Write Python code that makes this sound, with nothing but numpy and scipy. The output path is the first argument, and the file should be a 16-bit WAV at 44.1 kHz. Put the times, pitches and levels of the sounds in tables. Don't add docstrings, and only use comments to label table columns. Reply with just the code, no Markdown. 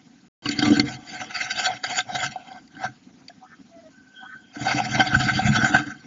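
import sys
import numpy as np
from scipy import signal
from scipy.fft import rfft, irfft, next_fast_len
from scipy.io import wavfile
from scipy.ndimage import uniform_filter1d, map_coordinates

SR = 44100
rng = np.random.default_rng(int(sys.argv[2]) if len(sys.argv) > 2 else 0)


def materialize(psi):
    bounded = np.clip(np.atleast_2d(psi).T, -1, 1)
    quanta = np.round(bounded * 32767).astype(np.int16)
    wavfile.write(sys.argv[1], SR, quanta)


N = 267246

# pitch in Hz, width in Hz, level in dB within its list. Neighbours push in opposite directions.
TALL_AIR = [(743, 34.6, 0.0049)]
CROSS_AIR = [(1300.5, 73, -16), (1549, 59, -5.5)]
UPPER_AIR = [(2092, 94, 11), (2602, 180, 2), (3157, 140, 4.5), (3419, 54, 3), (3808, 140, 0.5),
             (4370, 80, 2.5), (4670, 180, 1.5), (5620, 131, 0.5), (6240, 260, -5), (7020, 200, 0)]


def amp(db):
    return 10 ** (np.asarray(db) / 20)


def unit(x):
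    return x / np.sqrt(np.mean(x ** 2) + 1e-20)


def curves(rows, **edge):
    times, *columns = np.transpose(rows)
    return [np.interp(np.arange(N) / SR, times, column, **edge) for column in columns]


def wobble(rate):
    points = rng.standard_normal(int(N * rate / SR) + 4)
    return map_coordinates(points, [np.arange(N) * rate / SR])


def filtered(x, response):
    size = next_fast_len(N + SR // 2)
    spectrum = rfft(x, size) * response(np.fft.rfftfreq(size, 1 / SR))
    return irfft(spectrum, size)[..., :N]


def resonance(modes, f):
    total = 0
    for k, (centre, width, db) in enumerate(modes):
        peak = 1j * f * width / (centre * centre - f * f + 1j * f * width)
        total = total + (-1) ** k * amp(db) * peak
    return total


def noise_gain(modes):
    response = resonance(modes, np.linspace(0, SR / 2, 8000))
    return np.sqrt(np.mean(abs(response) ** 2))


def ring(x, modes):
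    return filtered(x, lambda f: resonance(modes, f)) / noise_gain(modes)


def crackle(spread_db, clump_db, patchy_db):
    unevenness = spread_db * np.minimum(rng.exponential(size=N), 4)
    clumps = clump_db * np.clip(wobble(70), -3, 1.6)
    snaps = rng.standard_normal(N) * amp(unevenness + clumps)
    z = signal.stft(snaps, nperseg=256)[2]
    patches = uniform_filter1d(rng.standard_normal(z.shape), 4, 0)
    patches = uniform_filter1d(patches, 9, 1)
    return unit(signal.istft(z * amp(patchy_db * unit(patches)), nperseg=256)[1][:N])


def bird():
    rustle, weight = bout_levels()
    return fibres_in_air(rustle) + claws() + boards(weight)


def bout_levels():
    # start in seconds, end in seconds, fibre hiss in dB, tall air mode in dB over the hiss,
    # cross air mode in dB over the hiss, floor board in dB, front board in dB.
    bouts = [(0.458, 0.58, -37.5, -12, -8.5, -40.5, -32.5), (0.632, 0.675, -30, -4, -7, -28.5, -23),
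             (0.708, 0.728, -34, -11, -5, -30.5, -19.5), (0.737, 0.776, -31, -11, -3.5, -24, -22.5),
             (0.859, 0.945, -41.5, -5, -3, -40, -43), (0.96, 1.07, -51.5, 1.5, -5, -51, -49.5),
             (1.09, 1.246, -37.5, -6, -7.5, -49.5, -47), (1.31, 1.563, -37.5, -7, -0.5, -51.5, -56.5),
             (1.598, 1.748, -37, 2, -1, -53, -55), (1.868, 1.998, -35.5, -17, -8, -51.5, -57.5),
             (2.103, 2.133, -38, 5.5, -0.5, -40, -51), (2.153, 2.262, -33.5, -3.5, 0, -42.5, -51),
             (2.33, 2.578, -54.5, 6.5, -1, -64, -71), (2.748, 2.898, -57.5, 2.5, 8.5, -58, -52.5),
             (4.609, 5.107, -39, -4.5, -1, -34.5, -37.5), (5.127, 5.56, -41.5, 1, 2.5, -27, -37.5),
             (5.566, 5.805, -34.5, 0.5, 7, -33, -32), (5.81, 5.915, -44.5, -2, 8, -54, -48),
             (5.95, 6.06, -58.5, -6, 1, -55.5, -50)]
    air, wood = np.full((3, N), -np.inf), np.full((2, N), -np.inf)
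    for start, stop, db, tall_db, cross_db, *board_db in bouts:
        air_db = db + np.array([[0], [tall_db], [cross_db]])
        air = np.maximum(air, air_db + held(start, stop, rise_db_per_s=393, fall_db_per_s=358.5))
        pressed = held(start, stop, rise_db_per_s=498, fall_db_per_s=148)
        wood = np.maximum(wood, np.array(board_db)[:, None] + pressed)
    return amp(air), amp(wood)


def held(start, stop, rise_db_per_s, fall_db_per_s):
    t = np.arange(N) / SR
    return -rise_db_per_s * np.clip(start - t, 0, 1) - fall_db_per_s * np.clip(t - stop, 0, 1)


def scrape_levels():
    # time of the top in seconds, hiss in dB,
    # tall air mode in dB over the hiss, cross air mode in dB over the hiss, swell in seconds.
    strokes = [(0.459, -37.5, -20, 7, 0.0028), (0.487, -31.5, -9, 0.5, 0.0024),
               (0.512, -27, -37, -26, 0.0023), (0.594, -32, -10, -1, 0.01),
               (0.625, -27.5, -9.5, 7.5, 0.0038), (0.653, -28.5, -7, -8.5, 0.0027),
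               (0.704, -26.5, 2.5, -2, 0.0014), (0.797, -28.5, -5, -3.5, 0.0048),
               (0.911, -37.5, 3, -5, 0.022), (1.217, -33, -0.5, 7, 0.0096), (1.362, -27.5, -9, -3.5, 0.014),
               (1.418, -26, -11.5, -13, 0.013), (1.508, -25, -12.5, 1, 0.0021),
               (1.604, -22, -8, -6.5, 0.018), (1.663, -21.5, -8, -2.5, 0.017), (1.839, -26, -1, 0, 0.0023),
               (1.913, -33, 4.5, -9, 0.028), (1.99, -26.5, -0.5, 2, 0.02), (2.155, -27.5, 7, 3, 0.0058),
               (2.216, -35, 1, 3.5, 0.013), (2.244, -32.5, -5, -3, 0.01), (2.32, -40, -8, -9, 0.012),
               (2.559, -71, 26, -12, 0.026), (2.851, -36, 6.5, 7, 0.023), (4.559, -42, 0.5, 6, 0.0051),
               (4.726, -26.5, 0, -1, 0.051), (4.801, -30, 3.5, -4, 0.027), (4.854, -29.5, -11, -8, 0.0051),
               (4.956, -28.5, -3.5, -2.5, 0.034), (5.002, -25, 8.5, 0, 0.013),
               (5.074, -31.5, -1.5, 0.5, 0.049), (5.149, -30.5, 5.5, 7.5, 0.019),
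               (5.208, -29, -7, 5.5, 0.006), (5.235, -26.5, -10.5, -8, 0.027),
               (5.307, -29.5, -5, 4.5, 0.039), (5.396, -26, -18, -4, 0.04),
               (5.482, -24.5, -6.5, -0.5, 0.028), (5.56, -22.5, -3.5, 0, 0.016),
               (5.655, -33.5, 7.5, 8, 0.014), (5.694, -37, -4.5, -2, 0.038), (5.748, -33, 13, 19, 0.01)]
    fade_s = 0.0094
    levels, t = np.zeros((3, N + SR)), np.arange(-SR // 4, SR // 4) / SR
    for top_s, db, tall_db, cross_db, swell_s in strokes:
        shape = amp(-7 * abs(t / np.where(t < 0, swell_s, fade_s)) ** 1.25)
        peaks = amp(db + np.array([[0], [tall_db], [cross_db]]))
        levels[:, round(top_s * SR) - SR // 4:][:, :len(t)] += peaks * shape
    return levels[:, :N]


def fibres_in_air(rustle):
    hiss, tall, cross = rustle * amp(0.86 * wobble(25)) + scrape_levels()
    fibres = crackle(spread_db=3.6, clump_db=2.0, patchy_db=3.0)
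    straight = amp(-8.5) * np.diff(hiss * fibres, prepend=0)
    low_ring = ring(tall * fibres, TALL_AIR) + ring(cross * fibres, CROSS_AIR)
    return straight + wandering(hiss * fibres, UPPER_AIR) + low_ring


def wandering(x, modes):
    wander_db, wander_per_s = 3.5, 18
    knots = np.arange(0, N + 256, 256)
    parts = filtered(x, lambda f: np.array([resonance([mode], f) for mode in modes]))
    total = np.zeros(N)
    for k, part in enumerate(parts):
        drift = uniform_filter1d(rng.standard_normal(len(knots)), int(SR / 256 / wander_per_s))
        gain = amp(wander_db * (np.clip(unit(drift), -3, 2) - .5))
        total += (-1) ** k * np.interp(np.arange(N), knots, gain) * part
    return total / noise_gain(modes)


def claws():
    # start in seconds, level in dB, pitch in Hz.
    taps = [(.457, -13, 2890), (0.459, -21, 1132), (.489, -9.5, 4460), (0.59, -6, 4720),
            (0.626, -9.5, 3160), (.796, -1.5, 4340), (1.987, -10.5, 3420), (2.004, -11.5, 3560),
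            (2.202, -16.5, 3340), (2.358, -18.5, 750), (2.526, -37, 3400), (2.676, -41, 4650),
            (2.75, -38.5, 2930), (2.767, -28, 1535), (2.841, -24.5, 729), (3.282, -24.5, 4700),
            (3.296, -35.5, 703), (3.302, -37, 1670), (4.667, -13.5, 773), (4.801, -11.5, 791),
            (5.392, -10, 760), (5.624, -10.5, 1537), (5.645, -2.5, 1552), (5.763, -4.5, 1570)]
    tones, cracks, t = np.zeros(N + SR), np.zeros(N + SR), np.arange(SR // 10) / SR
    for start, db, hz in taps:
        here = slice(round(start * SR), round(start * SR) + len(t))
        jitter = np.cumsum(rng.standard_normal(len(t))) * hz * 2e-5
        fade = amp(-60 * t / (0.01 + 40 / hz))
        tones[here] += amp(db) * np.sin(2 * np.pi * hz * t + jitter) * fade * (1 - np.exp(-t / 0.0015))
        burst = amp(db - 12.0 - 60 * t / 0.028) * (1 - np.exp(-t / 0.00075))
        cracks[here] += burst * hz / 4000 * rng.standard_normal(len(t))
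    return tones[:N] + ring(cracks[:N], UPPER_AIR)


def boards(weight):
    # start in seconds, level in dB, share on the front board (0-1).
    bumps = [(0.456, -29, 0.7), (0.491, -23.5, 0.87), (0.586, -23.5, 0.64), (0.625, -20.5, 1),
             (0.703, -15.5, 0.9), (0.7123, -15, 0.85), (0.723, -17.5, 1), (0.793, -16.5, 0.8),
             (1.713, -48, 0), (2.144, -41.5, 0.07), (2.264, -46, 0.4), (2.849, -38, 0.24),
             (4.565, -34.5, 0.84), (4.743, -25.5, 0.72), (4.99, -21, 0.7), (5.129, -23, 0.38),
             (5.204, -28, 0.5), (5.265, -25, 0.54), (5.372, -31, 0.76), (5.454, -23, 0), (5.498, -24.5, 0),
             (5.562, -28, 0.3), (5.629, -20.5, 0.53), (5.744, -32, 0.67)]
    # pitch in Hz, width in Hz, level in dB within its list.
    floor_modes = [(72.4, 98, -15.5), (130.3, 16, 3), (212.7, 17, -2)]
    front_modes = [(215.5, 15, -6.5), (296, 18.5, 1.5), (1176, 15, -17), (465.8, 16, -15.5)]
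    floor, front = weight * crackle(spread_db=0.5, clump_db=4.0, patchy_db=4.0)
    push = np.hanning(90)
    for start, db, front_share in bumps:
        here = slice(round(start * SR), round(start * SR) + len(push))
        floor[here] += amp(db) * (1 - front_share) * push
        front[here] += amp(db) * front_share * push
    return ring(floor, floor_modes) + ring(front, front_modes)


def far_birds():
    # time in seconds, pitch in Hz, level in dB.
    hoot_line = [(3.703, 693, -62.5), (3.715, 675, -45.5), (3.79, 665, -42.5), (3.815, 693, -59),
                 (3.84, 635, -44), (3.89, 624, -55)]
    return far_caws() + far_cry() + tone(hoot_line, [0, -21, -19], rough=0.02, flutter_db=3.0)


def far_caws():
    # start in seconds, level in dB.
    caw_starts = [(3.4, -38.5), (4.202, -34)]
    calls = sum(hoarse(start, db) for start, db in caw_starts)
    return filtered(calls, lambda f: 0.75 + 3.7 * abs(resonance(TALL_AIR + CROSS_AIR, f)))


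def hoarse(start, level_db):
    # seconds after its start, centre of the band in Hz, dB relative to the call's level.
    glide = [(0, 755, -24), (.03, 930, 2), (.055, 1050, 3), (.085, 1640, -10), (.135, 1500, 4.5),
             (.19, 1495, -34.5)]
    pitch_hz, breath, hollow = 255, .9, .8
    rows = np.add(glide, [start, 0, level_db])
    cycles = np.cumsum(pitch_hz * (1 + 0.013 * wobble(40))) / SR
    pulses = np.diff(np.floor(cycles), prepend=0)
    pulses = pulses - hollow * np.roll(pulses, round(SR / pitch_hz / 2))
    hz, t, z = signal.stft(unit(pulses) + breath * rng.standard_normal(N), SR, nperseg=512)
    centre = np.interp(t, rows[:, 0], rows[:, 1])
    band = np.exp(-(np.log((hz[:, None] + 1) / centre) / 0.27) ** 2)
    voice = signal.istft(z * band, SR, nperseg=512)[1][:N]
    return amp(curves(rows, left=-120, right=-120)[1]) * voice


def far_cry():
    # time in seconds, lower band in dB, upper band in dB.
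    cry_levels = [(3.9, -74, -88), (3.98, -52, -88), (4.13, -59, -78), (4.165, -47, -49),
                  (4.26, -37.5, -54), (4.3, -46, -66), (4.34, -36.5, -69), (4.44, -54, -64),
                  (4.52, -68, -63)]
    low_db, high_db = curves(cry_levels, left=-120, right=-120)
    low = ring(ring(rng.standard_normal(N), [(1546, 23, 0)]), [(1506, 63, 0)])
    high = ring(rng.standard_normal(N), [(3210, 93, -17.5), (3330, 61, -20.5)])
    high = ring(high, [(3060, 450, 0)])
    return amp(low_db) * unit(low) + amp(high_db) * unit(high)


def tone(rows, overtones_db, rough, flutter_db):
    hz = curves(rows)[0]
    db = curves(rows, left=-120, right=-120)[1]
    phase = 2 * np.pi * np.cumsum(hz * (1 + rough * wobble(200))) / SR
    whistle = sum(amp(g) * np.sin((k + 1) * phase) for k, g in enumerate(overtones_db))
    return amp(db + flutter_db * wobble(60)) * whistle


def garden():
    # frequency in Hz, relative strength of the noise there in dB.
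    noise_colour = [(15, -91.5), (25, -34), (267, -1.5), (373, -19.5), (441, -22), (602, -29),
                    (6910, -30.5), (7600, -34.5), (9880, -74), (16700, -120)]
    f, db = np.transpose(noise_colour)

    def inside(hz):
        low_ring = abs(resonance(TALL_AIR + CROSS_AIR, hz))
        return 1 + 3.7 * low_ring + 0.13 * abs(resonance(UPPER_AIR, hz))

    def colour(hz):
        return amp(np.interp(np.log(hz + 1), np.log(f + 1), db)) * inside(hz)

    rustling = crackle(spread_db=-1.5, clump_db=0.55, patchy_db=3.0)
    return unit(filtered(rustling, colour)) * amp(-53 + 0.51 * wobble(2.3))


def scene():
    return (bird() + far_birds() + garden())[None]


def record(dry):
    # start in seconds, end in seconds.
    gap = (.284, .4225)
    top_hz = 7260
    t = np.arange(N) / SR
    live = dry * ((t < gap[0]) | (t > gap[1]))
    return filtered(live, lambda hz: 1 / (1 + (hz / top_hz) ** 90))


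dry = scene()
out = record(dry)
materialize(out)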